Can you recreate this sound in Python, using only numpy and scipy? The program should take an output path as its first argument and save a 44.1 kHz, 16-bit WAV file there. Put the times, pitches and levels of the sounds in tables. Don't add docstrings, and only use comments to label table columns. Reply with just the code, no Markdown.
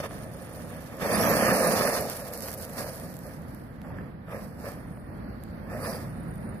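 import sys
import numpy as np
from scipy import signal
from scipy.fft import rfft, irfft
from scipy.io import wavfile
from scipy.ndimage import uniform_filter1d

SR = 44100
rng = np.random.default_rng(int(sys.argv[2]) if len(sys.argv) > 2 else 0)


def put_to_file(sound):
    columns = np.atleast_2d(sound).T
    safe = np.clip(columns, -1, 1)
    whole_steps = np.round(safe * 32767)
    wavfile.write(sys.argv[1], SR, whole_steps.astype(np.int16))


def gain_from_db(level_db):
    decades = np.asarray(level_db, float) / 20
    return 10 ** decades


N = 291060
TIME = np.arange(N) / SR
HZ = np.fft.rfftfreq(N, 1 / SR) + 1

# (time [s], crunch level [dB])
WHEELSPIN = [(0.95, -63.5), (1.02, -31), (1.28, -25.5), (1.4, -26.5), (1.6, -25.5), (1.9, -27.5),
             (2.08, -36), (2.19, -69.5), (2.25, -80)]
# (time [s], crunch level [dB])
ROLLING = [(0.0, -49), (0.5, -46), (0.95, -46.5), (2.0, -41), (2.7, -45.5), (3.15, -50), (3.55, -59),
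           (4.2, -69), (4.9, -59), (5.5, -58), (6.6, -55)]
# (frequency [Hz], density [dB per Hz])
HOLLOW = [(50, -35), (110, -7), (220, 2.5), (300, -6), (380, -13.5), (600, -45)]


def unit(x):
    return x / np.sqrt(np.mean(x ** 2))


def across(table, column=1):
    table = np.array(table)
    return np.interp(np.log(HZ), np.log(table[:, 0]), table[:, column])


def along(table, off_db=None):
    s, *columns = np.transpose(table)
    return [np.interp(TIME, s, c, off_db, off_db) for c in columns]


def colour(x, spectrum):
    return unit(irfft(rfft(x) * gain_from_db(across(spectrum)), N))


def walk(rate):
    k = int(SR / rate)
    levels = np.repeat(rng.standard_normal(N // k + 1), k)
    return 1.61 * uniform_filter1d(uniform_filter1d(levels, k), k)[:N]


def held(s, length, db, rise_db_s, fall_db_s):
    down_db = rise_db_s * np.maximum(s - TIME, 0) + fall_db_s * np.maximum(TIME - s - length, 0)
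    gain, on = np.zeros(N), down_db < 70
    gain[on] = gain_from_db(db - down_db[on])
    return gain


def power(*gains):
    return np.sqrt(sum(g ** 2 for g in gains))


def grains(rate, lump_db):
    luck = rng.random((3, N)) * SR / rate
    hit = luck < 1
    size = hit * rng.standard_normal((3, N))
    rarity = np.minimum(-np.log(luck[hit] + 1e-9), 4)
    size[hit] *= gain_from_db(np.broadcast_to(lump_db, (3, N))[hit] * rarity)
    steep = np.clip(lump_db * np.log(10) / 10, 0, 0.9)
    return size * np.sqrt((1 - steep) * SR / rate)


def ports(common, left, right, like=1.0):
    # (frequency [Hz], left minus right [dB], likeness [0-1], left leads by [rad])
    port_pair = [(61, 0, 0.96, 0), (200, -2, 1, -0.76), (600, -1, 0.92, -0.17), (1740, -6.5, 0.82, 1.52),
                 (2840, -1, 0.1, 3.5), (3820, 0.5, 0.1, 1), (4840, -5, 0.42, 3), (6460, -7, 0, 3.5),
                 (8000, -6, 0.44, 4), (8750, -6, 0.7, 2.5), (9450, -2.5, 0, 6.5), (13600, -2.5, 0.6, 4.5)]
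    likeness = np.clip(like * across(port_pair, column=2), 0, 1)
    gain = gain_from_db(across(port_pair) / 2)
    late = np.exp(-1j * across(port_pair, column=3))
    shared, apart = np.sqrt(likeness) * rfft(common), np.sqrt(1 - likeness)
    at_left = gain * (shared + apart * rfft(left))
    at_right = (shared * late + apart * rfft(right)) / gain
    return np.array([irfft(at_left, N), irfft(at_right, N)])


def traffic():
    # (frequency [Hz], density [dB per Hz])
    road_spectrum = [(15, -64), (25, -5), (164, -0.5), (410, -16), (598, -15.5), (997, -23), (1850, -25.5),
                     (2700, -40), (4870, -45.5), (6380, -77), (9550, -63), (13500, -65), (15500, -79)]
    level_db, rise_db_s, drone_db, road_db = -45, 0.5, -5.5, 4.0
    duck_db, duck_from_s, duck_deepest_s = 6.5, 1.15, 0.87
    late = np.maximum(TIME - duck_from_s, 0) / duck_deepest_s
    duck = duck_db * late ** 2 * np.exp(2 - 2 * late)
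    swell = gain_from_db(level_db + rise_db_s * TIME - duck + walk(8.7))
    drone = swell * gain_from_db(drone_db) * colour(rng.standard_normal((3, N)), HOLLOW)
    road = swell * gain_from_db(road_db) * colour(rng.standard_normal((3, N)), road_spectrum)
    all_round = across([(150, 1.0), (300, 0.67), (700, 0.028)])
    return ports(*drone) + ports(*road, like=all_round)


def insect(phrases, hz, width_hz, throb_hz, depth):
    rise_db_s, fall_db_s = 87, 55.5
    level = sum(held(*row, rise_db_s, fall_db_s) for row in phrases)
    throb = 1 + depth * np.sin(2 * np.pi * throb_hz * TIME + 2 * walk(12.0))
    mode = [(hz - 4 * width_hz, -40), (hz - width_hz, -8), (hz, 0),
            (hz + width_hz, -8), (hz + 4 * width_hz, -40)]
    return ports(*(level * throb * colour(rng.standard_normal((3, N)), mode)))


def ring(hz, t60):
    t = np.arange(int(t60 * SR)) / SR
    return np.sin(2 * np.pi * hz * t) * 1000. 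** (-t / t60)


def add(out, s, sound):
    i = int(s * SR)
    out[:, i:i + sound.shape[1]] += sound[:, :N - i]


def stones():
    # (time [s], peak [dB], low knock re peak [dB])
    pebbles = [(0.3962, -70, -5), (0.4329, -46, -4), (0.842, -42, -5), (2.009, -21, -17),
               (2.0991, -18.5, -18), (2.6963, -31, -22), (2.2852, -33, -19), (2.328, -30, -28),
               (2.3367, -23.5, -30), (2.3764, -25, -15), (2.4064, -24, -21), (2.4224, -24.5, -24),
               (2.4852, -26, 8.5), (2.5064, -27, -21), (2.5164, -25, -22), (2.5296, -26, -35),
               (2.5397, -24, -25), (2.5865, -31, -21), (2.6135, -30, -23), (2.6504, -25, -22),
               (2.9991, -29, -27), (3.141, -33.5, -25), (3.1677, -31, -19), (3.1903, -31, -17),
               (3.268, -35, -9), (3.5472, -39, -20), (3.8172, -42, 14.5), (4.7192, -35, -13),
               (5.437, -35.5, 0), (6.357, -40, -13)]
    # (time [s], peak [dB], ring [Hz], t60 [s])
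    clacks = [(0.002, -25.5, 600, 0.034), (0.036, -30, 620, 0.065), (0.054, -51, 577, 0.079),
              (0.11, -31, 680, 0.016), (0.984, -38, 580, 0.034), (2.074, -32, 450, 0.041),
              (2.221, -32.5, 583, 0.11), (3.727, -54, 458, 0.04), (3.848, -39.5, 810, 0.036),
              (3.873, -39, 546, 0.04), (3.904, -39, 900, 0.044), (3.915, -41.5, 740, 0.032),
              (3.942, -39, 645, 0.029), (3.986, -36, 1680, 0.018), (4.009, -38, 452, 0.023),
              (4.283, -36.5, 640, 0.04), (4.644, -35, 590, 0.061), (4.667, -33, 575, 0.077),
              (4.973, -38, 600, 0.038), (5.325, -45, 525, 0.04), (5.501, -46, 626, 0.04),
              (5.749, -29, 610, 0.08)]
    pebble_hz, spread = 11840, 0.055
    out = np.zeros((2, N))
    side = gain_from_db([[-2.5], [2.0]])
    fade = np.exp(-np.arange(200) / 28.)
    chips = np.diff(rng.standard_normal((len(pebbles), 2, 201))) * fade
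    for (s, db, low_db), chip in zip(pebbles, chips):
        hz = pebble_hz * (1 + spread * rng.standard_normal())
        add(out, s, side * gain_from_db(db - 4) * ring(hz, 0.004))
        add(out, s, side * gain_from_db(db - 3) * chip)
        add(out, s, side * gain_from_db(db + low_db) * ring(1900, 0.00083))
    for s, db, hz, t60 in clacks:
        add(out, s, gain_from_db(db) * np.ones((2, 1)) * ring(hz, t60))
        add(out, s, side * gain_from_db(db) * ring(1320, 0.0051))
    return signal.sosfilt(signal.butter(6, 14600, fs=SR, output="sos"), out)


def gears(wobble=0.01, flutter_db=2.5):
    # (time [s], mesh frequency [Hz])
    launch = [(1.13, 4650), (1.155, 4850), (1.19, 5450), (1.23, 5850), (1.27, 6050), (1.305, 6500),
              (1.335, 7200), (1.375, 9100)]
    # (time [s], length [s], from [Hz], to [Hz], tone level [dB])
    revs = [
        (2.78, .05, 4500, 5600, -58),
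        (5.83, .085, 4650, 5700, -53),
        (5.9, .06, 4890, 4860, -56),
    ]
    # (time [s], length [s], from [Hz], to [Hz], tone level [dB])
    whines = [
        (1.34, .64, 9830, 9700, -41),
        (1.57, .1, 8750, 9600, -39),
        (2.0, .2, 9650, 9400, -57),
        (2.78, .28, 9480, 9470, -58),
        (5.785, .04, 9500, 12400, -59),
    ]
    # (frequency [Hz], gain [dB])
    casing = [(4300, -6), (4800, 4), (5400, -5), (6000, 0), (7200, -3), (8500, -2), (9700, 0), (14000, 1)]
    launch_db, octave_db, edge_db_s = -42, 5, 600
    surges = [(launch, launch_db, True)]
    for rows, has_octave in [(revs, True), (whines, False)]:
        for s, length, hz, end_hz, db in rows:
            surges.append(([(s, hz), (s + length, end_hz)], db, has_octave))
    slip = 1 + wobble * walk(500) + 0.004 * walk(60)
    flutter = gain_from_db(flutter_db * walk(70)) * (1 + 0.5 * walk(300))
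    smear = gain_from_db(octave_db + flutter_db * walk(80)) * walk(1600)
    out = np.zeros(N)
    for speed, db, has_octave in surges:
        start, end = speed[0][0], speed[-1][0]
        gain = held(start, end - start, db, edge_db_s, edge_db_s)
        on = gain > 0
        phase = 2 * np.pi * np.cumsum((along(speed)[0] * slip)[on]) / SR
        octave = has_octave * smear[on] * np.sin(2 * phase)
        out[on] += gain[on] * (flutter[on] * np.sin(phase) + octave)
    out = irfft(rfft(out) * gain_from_db(across(casing)), N)
    return gain_from_db([[0], [4.5]]) * np.array([out, np.roll(out, 1)])


def near():
    far_from_s, far_by_s = 0.59, 4.1
    return np.interp(TIME, [far_from_s, far_by_s], [1, 0])


def stabs(gritty):
    # (full at [s], held [s], crunch level [dB], grit re crunch [dB])
    throttle = [(0.11, 0.014, -48.5, -13), (2.79, 0.027, -39, -7.5), (2.99, 0.025, -46, -7.5),
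                (3.25, .03, -48.5, -13), (3.86, 0.037, -52.5, -18), (3.97, 0.091, -54.5, -29),
                (4.322, 0.046, -41, -21), (4.42, 0.024, -53, -2.5), (4.599, 0.011, -46, -13.5),
                (4.659, 0.034, -42, -11), (4.88, .02, -55, -20), (5.722, 0.11, -41.5, -16.5),
                (5.848, 0.092, -37.5, -9.5), (6.02, 0.037, -56, -4)]
    # (full at [s], held [s], crunch level [dB], grit re crunch [dB])
    skids = [
        (0.0, 0.0069, -39, -8),
        (0.036, 0.025, -38, -14),
    ]
    rise_db_s, fall_db_s, skid_edge_db_s = 267, 119, 900
    quick = 1.2 ** gritty
    rows = [(row, quick * rise_db_s, quick * fall_db_s) for row in throttle]
    rows += [(row, skid_edge_db_s, skid_edge_db_s) for row in skids]
    return power(*(held(s, hold, db + gritty * grit_db, rise, fall)
                   for (s, hold, db, grit_db), rise, fall in rows))


def grit():
    # (frequency [Hz], density [dB per Hz])
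    sand_spectrum = [(1500, 5), (3600, -5), (4600, 4), (6000, -1), (7500, -13), (9000, -18.5), (11000, -33)]
    dust_spectrum = [(5000, -14.5), (8000, -4.5), (9800, 4), (11000, 2.5), (13000, 2), (14400, 6),
                     (14900, -18.5)]
    spray_db, spray_from_s, spray_build_s, spray_lag_s = -11, 0.83, 0.14, 0.044
    rain_db, rain_peak_s, rain_thins_db_s2 = -46, 2.18, 11
    roll_db, near_puff_db = -15, 2
    spray_sand_db, stab_sand_db, rain_sand_db, roll_sand_db, far_sand_db = 1.5, 4.5, -3, -2.5, -5
    ticks_per_s, tick_db = 60, -5

    build = 1 - np.exp(-np.maximum(TIME - spray_from_s, 0) / spray_build_s)
    spin = gain_from_db(along(WHEELSPIN, off_db=-120)[0] + spray_db)
    spray = np.maximum(spin, np.roll(spin, int(spray_lag_s * SR))) * build
    stab = stabs(0.97)
    rain = gain_from_db(rain_db - rain_thins_db_s2 * (TIME - rain_peak_s) ** 2) * build
    roll = gain_from_db(along(ROLLING)[0] + roll_db + near_puff_db * near() * walk(35))
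    far = gain_from_db(far_sand_db * (1 - near()))
    dust = power(spray, stab, rain, roll)
    sand = power(spray * gain_from_db(spray_sand_db), far * stab * gain_from_db(stab_sand_db),
                 rain * gain_from_db(rain_sand_db), far * roll * gain_from_db(roll_sand_db))
    falling = power(rain, roll)
    lump_db = 3 * (falling / dust) ** 2
    shower = grains(6000, lump_db)
    mix = dust * colour(shower, dust_spectrum) + sand * gain_from_db(walk(24.9)) * colour(shower, sand_spectrum)
    handfuls_db = 1.1 * lump_db * np.clip(walk(40), -2, 1.3)
    ticks = falling * gain_from_db(tick_db) * colour(grains(ticks_per_s, 3), dust_spectrum)
    return ports(*(gain_from_db(walk(60) + handfuls_db) * mix + ticks))


def tyres():
    # (frequency [Hz], density [dB per Hz])
    body_spectrum = [(250, -61), (360, -11.5), (520, 2), (680, -3), (850, -13.5), (1300, -29.5)]
    chassis_spectrum = [(600, -10), (1000, -6), (1230, -1.5), (1480, -12.5), (1750, -2), (2050, -10.5),
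                        (2300, -10), (2900, -17), (3700, -17), (6000, -80.5)]
    spin_upper_db, spin_thump_db, tail_upper_db_s, tail_thump_db_s = -1, -1.5, -5, -8
    stab_upper_db, stab_thump_db, roll_upper_db, roll_thump_db = -4, -3.5, -10, -5.5
    near_upper_db = 3.5
    spin = gain_from_db(along(WHEELSPIN, off_db=-120)[0])
    stab = stabs(0)
    roll = gain_from_db(along(ROLLING)[0])
    since = TIME - WHEELSPIN[1][0]
    crawl_upper = power(stab * gain_from_db(stab_upper_db), roll * gain_from_db(roll_upper_db))
    upper = power(spin * gain_from_db(spin_upper_db + tail_upper_db_s * since),
                  gain_from_db(near_upper_db * near()) * crawl_upper)
    low = power(spin * gain_from_db(spin_thump_db + tail_thump_db_s * since),
                stab * gain_from_db(stab_thump_db), roll * gain_from_db(roll_thump_db))
    body = power(spin, stab, roll) * colour(grains(2000, 0.3), body_spectrum)
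    chassis = upper * gain_from_db(1.6 * walk(25)) * colour(grains(4000, 0.83), chassis_spectrum)
    thump = low * colour(grains(1200, 0.68), HOLLOW)
    return ports(*(gain_from_db(0.34 * walk(30)) * (body + chassis + thump)))


def scene():
    # (time [s], length [s], level [dB])
    katydid_phrases = [
        (0.0, 0.74, -58),
        (4.7, 0.3, -66.5),
        (6.05, 0.43, -61),
    ]
    cricket_phrases = [
        (5.25, 0.27, -70),
    ]
    # (frequency [Hz], gain [dB])
    ground = [(2100, 0), (2900, -5.5), (3900, -4), (4700, 0), (5800, -1.5), (6500, -5.5), (7300, 0)]
    katydid = insect(katydid_phrases, 9520, width_hz=76, throb_hz=21.86, depth=0.45)
    cricket = insect(cricket_phrases, 4480, width_hz=300, throb_hz=35, depth=0.26)
    truck = tyres() + grit()
    distant = irfft(rfft(truck) * gain_from_db(across(ground)), N)
    truck = near() * truck + (1 - near()) * distant
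    return truck + gears() + stones() + katydid + cricket + traffic()


def squeeze(x, whim_db=3.0):
    # (frequency [Hz], density [dB per Hz])
    mask = [(1800, -125), (2600, -96), (3000, -92), (3800, -91), (4300, -98), (5500, -101), (6500, -94),
            (8100, -96), (8600, -90), (8950, -89), (9200, -112), (14500, -112), (14800, -60)]
    hz, _, bins = signal.stft(x, SR, nperseg=2048, scaling="psd")
    density = 2 * uniform_filter1d(np.abs(bins) ** 2, size=5, axis=1)
    loud_db = 10 * np.log10(density[:, hz > 400].sum(axis=1).mean(axis=0) * hz[1] + 1e-12)
    whim = uniform_filter1d(rng.standard_normal((65, len(loud_db))), size=4, axis=1) * 2
    whim = np.repeat(whim, 16, axis=0)[:len(hz)]
    follow = np.interp(hz, [4200, 5500], [1.3, 1.05])
    edge = np.resize(np.diff(x[1], n=2) ** 2, (len(loud_db), 1024))
    sharp = edge.max(axis=1) > 80 * edge.mean(axis=1)
    sharp = sharp | np.roll(sharp, 1)
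    mask_db = np.interp(hz, *np.transpose(mask))[:, None] + follow[:, None] * (loud_db + 40)
    mask_db = mask_db + whim_db * whim - 30 * sharp
    keep = np.where(density > gain_from_db(2 * mask_db), 1, gain_from_db(-55))
    return signal.istft(bins * keep, SR, nperseg=2048, scaling="psd")[1][:, :N]


def top_cut(x):
    return signal.sosfilt(signal.butter(12, 15680, fs=SR, output="sos"), x)


def record(dry):
    heard = signal.sosfilt(signal.butter(3, 45, "high", fs=SR, output="sos"), dry)
    return top_cut(squeeze(heard))


dry = scene()
out = record(dry)
put_to_file(out)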